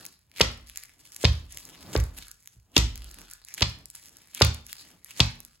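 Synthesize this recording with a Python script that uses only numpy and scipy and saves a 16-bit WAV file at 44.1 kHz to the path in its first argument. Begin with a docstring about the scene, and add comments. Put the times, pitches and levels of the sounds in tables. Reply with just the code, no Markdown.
"""Shoes with tape round toe and heel tap seven times on a thin board lying on carpet in a living room.
First the tape crackles and clothes rustle; about every 0.8 s, from 0.4 s to 5.2 s, a step comes down.
A gritty brush leads into a knock of the sole, then random collisions slap as the board is pressed flat,
and a thump sets slowly swelling low tones booming. Between steps come tape snaps, grazes and cloth rubs.
The room answers with fading noise over a faint hush, and all is heard close by in stereo."""
import sys
import numpy as np
from scipy import signal
from scipy.fft import rfft, irfft, next_fast_len
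from scipy.io import wavfile

SR = 44100
rng = np.random.default_rng(int(sys.argv[2]) if len(sys.argv) > 2 else 0)


def dump(signal):
    """Clip the signal to [-1, 1] and save it as 16-bit WAV at the path in sys.argv[1]."""
    limited = np.clip(np.atleast_2d(signal).T, -1, 1)
    pcm = np.round(limited * 32767).astype(np.int16)
    wavfile.write(sys.argv[1], SR, pcm)


N = 246959
T = np.arange(N) / SR

# The sole meets the board: (time [s], level [dB], pitch [Hz], gritty edge level [dB],
# then the brush that leads in: swell time [s], level [dB], scrape pitch [Hz])
KNOCKS = [(0.4059, -8.5, 487, -17.5, 0.018, -33, 2280), (1.2393, -12.5, 455, -26.5, 0.016, -34, 7500),
          (1.953, -11.5, 433, -26.5, 0.023, -38.5, 6650), (2.766, -11, 331, -37.5, 0.005, -29.5, 2747),
          (3.6138, -24, 390, -30.5, 0.014, -34, 2980), (4.4106, -9, 462, -16, 0.021, -36.5, 2300),
          (5.1965, -25, 505, -29.5, 0.021, -39, 6870)]
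# Board and taped sole clap together:
# (time [s], contact length [s], level [dB], brightest pitch [Hz], dull above [Hz])
SLAPS = [(0.4107, 0.0051, -11, 3120, 9000), (1.2448, 0.0036, -20, 3820, 5730),
         (1.2507, 0.0029, -11.5, 3870, 5180), (1.963, 0.0012, -22, 2420, 7870),
         (2.7647, 0.0037, -9.5, 3350, 9000), (2.778, 0.0027, -12.5, 7600, 13000),
         (3.621, 0.0067, -13.5, 4200, 5430), (4.418, 0.0054, -10.5, 4020, 8700),
         (5.2023, 0.0049, -10.5, 3380, 7180)]
# Weight comes down: (time [s], thump level [dB], ring time factor [-],
# then how hard it drives the low, middle and high tones of the boom [dB], [dB], [dB])
THUMPS = [(0.419, -19, 1.28, -33.5, -33, -37), (1.2537, -9.5, 0.91, -23.5, -12.5, -22),
          (1.968, -22, 0.75, -19.5, -16, -22.5), (2.566, -58, 0.39, -49, -44, -45.5),
          (2.786, -14.5, 1.3, -22, -30, -30.5), (3.627, -14.5, 0.9, -36.5, -30, -30),
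          (4.4260, -10, 0.78, -30.5, -12.5, -19), (5.2112, -12, 0.69, -28.5, -26.5, -21)]


def from_db(db):
    """Turn decibels into gain."""
    return 10 ** (np.asarray(db) / 20)


def rms_one(x):
    """Scale a sound so that its rms is 1."""
    return x / np.sqrt(np.mean(x ** 2) + 1e-20)


def at_hz(points, hz, axis=1):
    """Read a column of a table at any pitch, on a log-frequency axis."""
    table = np.array(points)
    return np.interp(np.log(np.maximum(hz, 1)), np.log(table[:, 0]), table[:, axis])


def add(out, s, sound):
    """Mix a sound in, starting at a time in seconds."""
    start = max(round(s * SR), 0)
    out[..., start:start + sound.shape[-1]] += sound[..., :N - start]


def colour(x, points, size=4096):
    """Filter with the given spectrum, unit energy and no sound ahead of its cause (minimum phase)."""
    level_db = at_hz(points, np.fft.rfftfreq(size, 1 / SR))
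    cepstrum = irfft(np.log(from_db(level_db)))
    # folding the cepstrum onto its first half gives minimum phase
    cepstrum[1:size // 2] *= 2
    cepstrum[size // 2 + 1:] = 0
    pulse = irfft(np.exp(rfft(cepstrum)))
    pulse = pulse / np.linalg.norm(pulse)
    return signal.fftconvolve(np.atleast_2d(x), pulse[None], axes=-1)[:, :N]


def band_pass(x, low_hz, high_hz):
    """Keep only the part of a sound between two pitches."""
    return signal.sosfilt(signal.butter(2, [low_hz, high_hz], "band", fs=SR, output="sos"), x)


def pair(two, likeness):
    """Turn two unrelated signals into left and right with the given correlation."""
    alike = np.clip(likeness, -1, 1)
    middle = np.sqrt((1 + alike) / 2) * two[0]
    side = np.sqrt((1 - alike) / 2) * two[1]
    return middle + side * np.array([[1], [-1]])


def grains(size, per_s, spread_db):
    """Make two trains of random clicks of uneven height, together of rms 1."""
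    shape = (2, size)
    heights = from_db(spread_db * np.minimum(rng.exponential(1, shape), 4))
    heights = heights * rng.choice([-1, 1], shape)
    return rms_one(heights * (rng.random(shape) < per_s / SR))


def knocks(cycles=0.94, edge_s=0.0052):
    """The rubber sole bends the board for about two cycles; its tape gives the touch a gritty edge."""
    out, t = np.zeros((2, N)), T[:SR // 20]
    for s, level_db, hz, edge_db, *brush in KNOCKS:
        age = t * hz / cycles
        rise_and_fall = age ** 2 * np.exp(2 * (1 - age) - 0.55 * (age - 1) ** 2)
        bend = rise_and_fall * np.sin(2 * np.pi * hz * t)
        grit = band_pass(grains(len(t), 4000, 1.0), 700, 1900)
        edge = rms_one(pair(grit, 1.0)) * np.exp(-t / edge_s)
        add(out, s, from_db(level_db) * bend + from_db(edge_db) * edge)
    return out


def slaps(release_s=0.0013, focus_db=-2, focus_q=2.1):
    """Contact spreads over the sole in milliseconds: tiny collisions, each slap with its brightest band."""
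    # spectrum of a slap: (pitch [Hz], relative level [dB])
    slap_colour = [(200, -4), (600, -7), (1000, -7.5), (1500, -14.5), (2200, -5), (3800, -3), (5200, -1),
                   (7000, -9), (10000, -14.5), (13000, -9.5), (16000, -27)]
    out, t = np.zeros((2, N)), T[:SR // 30]
    for s, length_s, level_db, bright_hz, dull_hz in SLAPS:
        contact = np.exp(-np.maximum(t - length_s, 0) / release_s - 0.14 * t / length_s)
        burst = pair(grains(len(t), 7000, 1.1), 0.67) * contact
        # each side gets the energy of the contact curve
        burst *= np.linalg.norm(contact) / np.linalg.norm(burst, axis=1, keepdims=True)
        focus = signal.lfilter(*signal.iirpeak(bright_hz, focus_q, fs=SR), burst)
        burst = burst + from_db(focus_db) * focus
        soft = signal.butter(2, min(dull_hz, .45 * SR), fs=SR, output="sos")
        add(out, s, from_db(level_db) * signal.sosfilt(soft, burst))
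    return colour(out, slap_colour)


def thumps(width_s=0.002, leak_hz=55):
    """The sinking board moves the air in one slow swing, down and up; the deepest part leaks round its edge."""
    out = np.zeros(N)
    lead_s = 1 / 40  # the middle of the swing falls on the listed time
    for s, level_db, *drive in THUMPS:
        age = (T[:SR // 20] - lead_s) / width_s
        swing = age * np.exp((1 - age ** 2) / 2)
        add(out, s - lead_s, from_db(level_db) * swing)
    return signal.sosfilt(signal.butter(1, leak_hz, "high", fs=SR, output="sos"), out)


def boom(swell_s=0.016):
    """Low tones of board and room swell and die; the foot decides which ring most and how soon they fade."""
    # tones: (pitch [Hz], level [dB], time to fall 60 dB before the step's ring time factor [s])
    boom_modes = [(42.6, -12, 0.87), (56.7, 5, 0.41), (60.15, 0.5, 0.5), (76.15, 1.5, 0.38), (87, -22, .3),
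                  (108.1, 7.5, .3), (122, -12.5, 0.5), (153, -7.5, 0.34), (151, -12, 0.072)]
    # pitches at which the three drive levels of each thump apply: low, middle, high [Hz]
    drive_hz = (56, 77, 110)
    out, t = np.zeros(N), T[:SR]
    for s, level_db, ring_factor, *drive_db in THUMPS:
        for hz, mode_db, t60 in boom_modes:
            loudness = from_db(np.interp(hz, drive_hz, drive_db) + mode_db)
            fade = loudness * np.exp(-np.log(1000) * t / (t60 * ring_factor))
            add(out, s, fade * (1 - np.exp(-t / swell_s)) * np.cos(2 * np.pi * hz * t))
    return out


def board(uneven_db=3.5, gain_db=6.5):
    """Every slap rings the board's modes, with strengths that vary at random by slap, alike on both sides."""
    # the board's own tones: (pitch [Hz], level before gain_db [dB], time to fall 60 dB [s])
    board_modes = [(236, -39.5, 0.56), (317, -35, 0.046), (402, -33, 0.042), (562, -32.5, 0.18),
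                   (699, -38, 0.16), (960, -34.5, 0.12), (1199, -37.5, 0.2), (1338, -39, 0.18),
                   (1933, -36, 0.24), (2230, -32, 0.13), (2508, -29.5, 0.19), (3430, -30.5, 0.058),
                   (3400, -36.5, 0.071), (3650, -27.5, 0.067), (4530, -33.5, .1), (5130, -35, .1),
                   (5060, -37.5, .1), (6300, -44, 0.091)]
    out, t = np.zeros((2, N)), T[:SR // 3]
    hz, mode_db, t60 = np.transpose(board_modes)[:, :, None]
    fade = from_db(mode_db + gain_db) * np.exp(-np.log(1000) * t / t60)
    rings = fade * np.sin(2 * np.pi * hz * t)
    shape = (2, len(board_modes))
    for s, length_s, level_db, *colouring in SLAPS:
        strengths = from_db(uneven_db * rng.standard_normal(shape)) * rng.choice([-1, 1], shape)
        add(out, s, from_db(level_db) * pair(strengths, 1.0) @ rings)
    return out


def snaps(crack_db=14, body_db=20, tear_s=0.00049, settle_db=-13, count=3):
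    """A crease in the tape flips: one sharp click, a brief tearing, then a few smaller creases settle."""
    # the loudest snaps: (time [s], level before crack_db or body_db [dB], duller body relative to it [dB])
    loud_snaps = [(0.0642, -25.5, -25), (0.316, -47.5, -3.5), (0.698, -34.5, -5), (0.7596, -32, -7.5),
                  (0.7736, -19.5, -14.5), (0.8362, -32.5, -7.5), (1.1466, -32, -25), (1.164, -25.5, -13.5),
                  (1.523, -29, -32), (1.5729, -26.5, -5.5), (1.6527, -29, -29), (1.9758, -26.5, -12),
                  (2.001, -26.5, -9), (2.0393, -28.5, -37), (2.3145, -27, -27.5), (2.4588, -40.5, -15),
                  (2.4743, -33, -5), (2.9574, -27, -12), (2.977, -33, -8), (3.044, -31.5, -33),
                  (3.143, -37.5, -6.5), (3.3129, -30, -19.5), (3.3355, -27.5, -34.5), (3.4493, -31, -27),
                  (3.486, -36.5, 0), (3.5404, -20.5, -34), (3.8569, -27.5, -31.5), (3.9017, -28.5, -33),
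                  (3.953, -28, -26), (4.1695, -33.5, -27), (4.3485, -22.5, -13), (4.4484, -16.5, -5.5),
                  (4.5458, -28.5, -14), (4.6662, -30.5, -21), (4.7296, -23, -7.5), (5.046, -28.5, -35.5),
                  (5.1086, -34, -6.5), (5.4037, -26.5, -31), (5.45, -29.5, -28)]
    # spectrum of the crack: (pitch [Hz], relative level [dB])
    crack_colour = [(1000, -25), (3000, -22), (5500, -0.5), (7800, -4), (11000, 0), (13500, -10),
                    (16000, -12.5)]
    # spectrum of the body: (pitch [Hz], relative level [dB])
    body_colour = [(300, -40), (1000, -17.5), (2200, 1.5), (3500, -4.5), (5000, -2), (9000, -9)]
    cracks, bodies, t = np.zeros((2, N)), np.zeros((2, N)), T[:SR // 25]
    for s, peak_db, body_rel_db in loud_snaps + small_snaps():
        flip = 0.52 * pair(grains(len(t), 12000, 7.5), 0.86) * np.exp(-t / tear_s)
        flip[:, 0] += 1  # the sharp click
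        flip /= np.linalg.norm(flip)
        later = rng.integers(SR // 600, len(t), count)
        flip[:, later] += from_db(settle_db) * rng.standard_normal(count) * np.exp(-t[later] / 0.016)
        add(cracks, s, from_db(peak_db + crack_db) * flip)
        add(bodies, s, from_db(peak_db + body_db + body_rel_db) * flip)
    return colour(cracks, crack_colour) + colour(bodies, body_colour)


def small_snaps(count=70, over_crinkle_db=24, spread_db=4, body_rel_db=-12.5):
    """Lesser snaps come at random times, their level following how much the shoe bends just then."""
    places, sizes = rng.integers(0, N, count), rng.standard_normal(count)
    crinkle_db = 20 * np.log10(bending()[0, places])
    peaks_db = crinkle_db + over_crinkle_db + spread_db * sizes
    return [(s, peak_db, body_rel_db) for s, peak_db in zip(T[places], peaks_db)]


def brushes(stop_s=0.0046, per_s=1500, scrape_db=3, scrape_q=3):
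    """Tape catches and slips on the board in a gritty swell that stops short, scraping in one band."""
    # the sole grazes the board between steps:
    # (time at the loudest [s], swell time [s], level [dB], scrape pitch [Hz])
    grazes = [(0.376, 0.0068, -41, 4020), (2.183, 0.0089, -38, 11170), (2.23, 0.017, -45.5, 4060),
              (3.5792, 0.0014, -30, 1990), (4.377, 0.016, -41.5, 3120), (4.698, 0.0065, -49, 3000),
              (5.116, 0.01, -44.5, 2800)]
    # spectrum of a brush: (pitch [Hz], relative level [dB])
    brush_colour = [(300, -15.5), (1000, -13.5), (2300, -4.5), (4000, -4.5), (7000, -8.5), (11000, -7.5),
                    (16000, -16.5)]
    out, lead_s = np.zeros((2, N)), 1 / 5
    t = T[:SR // 4] - lead_s
    # before a step the brush is loudest 1.5 ms ahead of the knock
    landings = [(s - 0.0015, *brush) for s, level_db, hz, edge_db, *brush in KNOCKS]
    for s, swell_s, level_db, scrape_hz in landings + grazes:
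        rise_and_stop = np.exp(np.minimum(t / swell_s, -t / stop_s))
        slips = pair(grains(len(t), per_s, 5.7), 0.7) * rise_and_stop
        scrape = signal.lfilter(*signal.iirpeak(scrape_hz, scrape_q, fs=SR), slips)
        add(out, s - lead_s, from_db(level_db) * (slips + from_db(scrape_db) * scrape))
    return colour(out, brush_colour)


def rustle(crinkle_gain_db=3, scuff_gain_db=0, cloth_gain_db=-1):
    """The flexing shoe crinkles its tape in clumps and lone crackles, the sole scuffs, cloth rubs softly."""
    # spectrum of the tape crinkle: (pitch [Hz], relative level [dB])
    crinkle_colour = [(2000, -31.5), (5000, 0), (7500, -1), (11000, 0.5), (13500, -10.5), (16000, -11.5)]
    # spectrum of the sole scuff: (pitch [Hz], relative level [dB])
    scuff_colour = [(300, -13), (800, -9), (1800, -1.5), (3500, -1.5), (5000, 1.5), (8000, -17),
                    (16000, -30.5)]
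    # spectrum of the cloth rub: (pitch [Hz], relative level [dB])
    cloth_colour = [(30, -14.5), (70, -1.5), (140, -1), (260, -1.5), (500, -10), (900, -12), (3000, -27)]
    crinkling, scuffing = bending()
    clumps = flutter(70, 3.5)
    crackles = .85 * pair(grains(N, 55, 3.0), .95)
    fine = pair(grains(N, 2200, 4.0), .92)
    coarse = pair(grains(N, 1100, 3.8), .45)
    crinkle = (fine * clumps + crackles) * crinkling * from_db(crinkle_gain_db)
    scuff = shifting(coarse * clumps + crackles) * scuffing * from_db(scuff_gain_db)
    cloth = pair(rng.standard_normal((2, N)), .9) * leg_motion() * from_db(cloth_gain_db)
    return colour(crinkle, crinkle_colour) + colour(scuff, scuff_colour) + colour(cloth, cloth_colour)


def flutter(per_s, depth_db):
    """Make a gain that wanders at random."""
    points = rng.standard_normal(int(N / SR * per_s) + 2)
    return from_db(depth_db * np.interp(T * per_s, np.arange(len(points)), points))


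def shifting(x, depth_db=4.5, count=7):
    """Each band of a rubbing sound comes and goes on its own as the contact moves."""
    edges = np.geomspace(800, 8000, count)
    bands = [band_pass(x, low_hz, high_hz) for low_hz, high_hz in zip(edges, edges[1:])]
    return x + sum(band * (flutter(18, depth_db) - 1) for band in bands)


def swell(start_s, hold_s, attack_db_per_s, release_db_per_s):
    """Make a gain that rises, holds at 1 and dies away."""
    rise_db = attack_db_per_s * np.maximum(start_s - T, 0)
    fall_db = release_db_per_s * np.maximum(T - start_s - hold_s, 0)
    return from_db(-rise_db - fall_db)


def bending(attack_db_per_s=402, release_db_per_s=106):
    """Gains of tape crinkle and sole scuff: both follow each bend of the shoe and each landing."""
    # the shoe bends as the foot lifts or turns, levels before the gains in rustle():
    # (start [s], hold [s], tape crinkle level [dB], sole scuff level [dB])
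    flexes = [(0.0, 0.017, -57.5, -56), (0.677, 0.15, -62.5, -60), (1, 0.3, -62.5, -65),
              (1.509, .13, -57, -57.5), (1.743, 0.11, -65, -59.5), (2.153, 0.11, -62.5, -62.5),
              (2.406, .13, -72, -75.5), (2.966, 0.37, -65, -60), (3.484, 0.055, -64.5, -59),
              (3.946, 0.09, -58, -61), (4.149, 0.23, -67.5, -65), (4.687, 0.15, -59.5, -58.5),
              (5.07, 0.1, -61.5, -60), (5.408, 0.17, -73.5, -72)]
    # every landing squeezes the tape: (hold [s], crinkle level [dB], scuff level [dB])
    squeeze = (0.053, -61, -58)
    landings = [(knock[0], *squeeze) for knock in KNOCKS]
    gains = np.zeros((2, N))
    for s, hold_s, *levels_db in flexes + landings:
        shape = swell(s, hold_s, attack_db_per_s, release_db_per_s)
        gains = np.maximum(gains, from_db(levels_db)[:, None] * shape)
    return gains


def leg_motion(drop_lead_s=.025, drop_hold_s=0.23, drop_db=-59, rest_db=-91.5):
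    """Gain of the cloth rub: a rounded swell for each leg swing, and a rise and fall round every step."""
    # leg swings, levels before the cloth gain in rustle():
    # (time at the fastest [s], half length [s], level [dB])
    leg_swings = [(0.017, 0.053, -54), (1.05, 0.16, -68.5), (1.563, 0.035, -57), (1.7, 0.062, -54),
                  (1.94, 0.11, -44), (2.184, 0.035, -55), (2.554, .03, -74), (3.06, 0.12, -59.5),
                  (3.21, 0.049, -53.5), (4.15, .11, -64.5), (4.85, .06, -61.5), (4.933, 0.05, -60)]
    swings = [from_db(level_db) / (1 + ((T - s) / half_s) ** 2 / 2) ** 2
              for s, half_s, level_db in leg_swings]
    # the leg drops into the step and settles: rises 220 dB per s, falls 192 dB per s
    drops = [from_db(drop_db) * swell(s - drop_lead_s, drop_hold_s, 220, 192) for s, *rest in KNOCKS]
    return from_db(rest_db) + np.max(swings + drops, axis=0)


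def room(x, first_s=0.0013, build_s=0.0009, count=15):
    """Dense reflections, made of noise, build up quickly and die band by band."""
    # the room's answer: (pitch [Hz], level [dB], time to fall 60 dB [s], left-right likeness [-1 to 1])
    room_bands = [(146, -9, 0.59, 0.68), (274, -7.5, 0.2, 1), (585, -11, 0.34, .2), (1150, -1.5, .36, .1),
                  (2120, -7, 0.39, .1), (4860, -8, 0.34, 0.04), (7350, -6.5, 0.3, 0.95),
                  (11000, -12.5, 0.22, 1), (16000, -11.5, .22, 0.87)]
    t, answer = T[:SR * 2 // 3], 0
    edges = np.geomspace(130, 18000, count)
    late = np.maximum(t - first_s, 0)
    for low, high in zip(edges, edges[1:]):
        level_db, t60, likeness = [at_hz(room_bands, np.sqrt(low * high), axis=k + 1) for k in range(3)]
        noise = band_pass(rng.standard_normal((2, len(t))), low, high)
        tail = pair(noise, likeness) * (1 - np.exp(-late / build_s)) * np.exp(-np.log(1000) * t / t60)
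        tail = tail / np.linalg.norm(tail, axis=1, keepdims=True)
        # a wider band carries more energy
        answer = answer + from_db(level_db) * np.sqrt(2 * (high - low) / SR) * tail
    return signal.fftconvolve(x, answer, axes=-1)[:, :N]


def hush(level_db=-70):
    """A faint steady background: mostly low noise, nearly alike on both sides."""
    # spectrum of the hush: (pitch [Hz], relative level [dB])
    hush_colour = [(20, -18.5), (55, -1), (120, -1), (300, -21.5), (1000, -27), (5000, -33), (16000, -32)]
    return from_db(level_db) * colour(pair(rng.standard_normal((2, N)), 0.91), hush_colour)


def scene(slap_room_db=-4, tape_room_db=-1, snap_room_db=-5, count=2):
    """Steps and tape noises in the room, over a faint hush."""
    blows = knocks() + thumps()
    rubbing = brushes() + rustle()
    ticks = snaps()
    # the wide board sends a different slap toward each wall
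    slap_tail = from_db(slap_room_db) * sum(room(slaps()) for wall in range(count))
    tail = room(blows + from_db(tape_room_db) * rubbing + from_db(snap_room_db) * ticks)
    direct = blows + slaps() + board() + boom() + rubbing + ticks
    return direct + slap_tail + tail + hush()


def record(dry, low_cut_hz=27, top_cut_hz=16300):
    """Left and right differ in phase and level, as a phone's stereo processing leaves them.

    Rumble is cut, peaks are rounded and the top is cut."""
    # phase of left ahead of right, negative where it lags: (pitch [Hz], phase [radians])
    side_phase = [(0, 0), (1500, -.2), (3900, -.4), (5300, -3.1), (7000, -6.2), (9300, -9.4),
                  (11400, -12.5), (13700, -15.7), (16000, -18.8)]
    size = next_fast_len(N + SR // 10)
    hz = np.fft.rfftfreq(size, 1 / SR)
    # level of left over right: (pitch [Hz], level [dB])
    left_db = at_hz([(100, -1.2), (500, -1.1), (1100, 1.0), (2200, 2.3), (5000, 0.2), (9000, -0.4)], hz)
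    # each side takes half of the difference
    phase = np.interp(hz, *np.transpose(side_phase))
    left = from_db(left_db / 2) * np.exp(1j * phase / 2)
    heard = irfft(rfft(dry, size) * np.array([left, 1 / left]), size)[:, :N]
    heard = signal.sosfilt(signal.butter(4, low_cut_hz, "high", fs=SR, output="sos"), heard)
    rounded = np.tanh(heard)
    return signal.sosfilt(signal.ellip(10, .2, 80, top_cut_hz, fs=SR, output="sos"), rounded)


dry = scene()
out = record(dry)
dump(out)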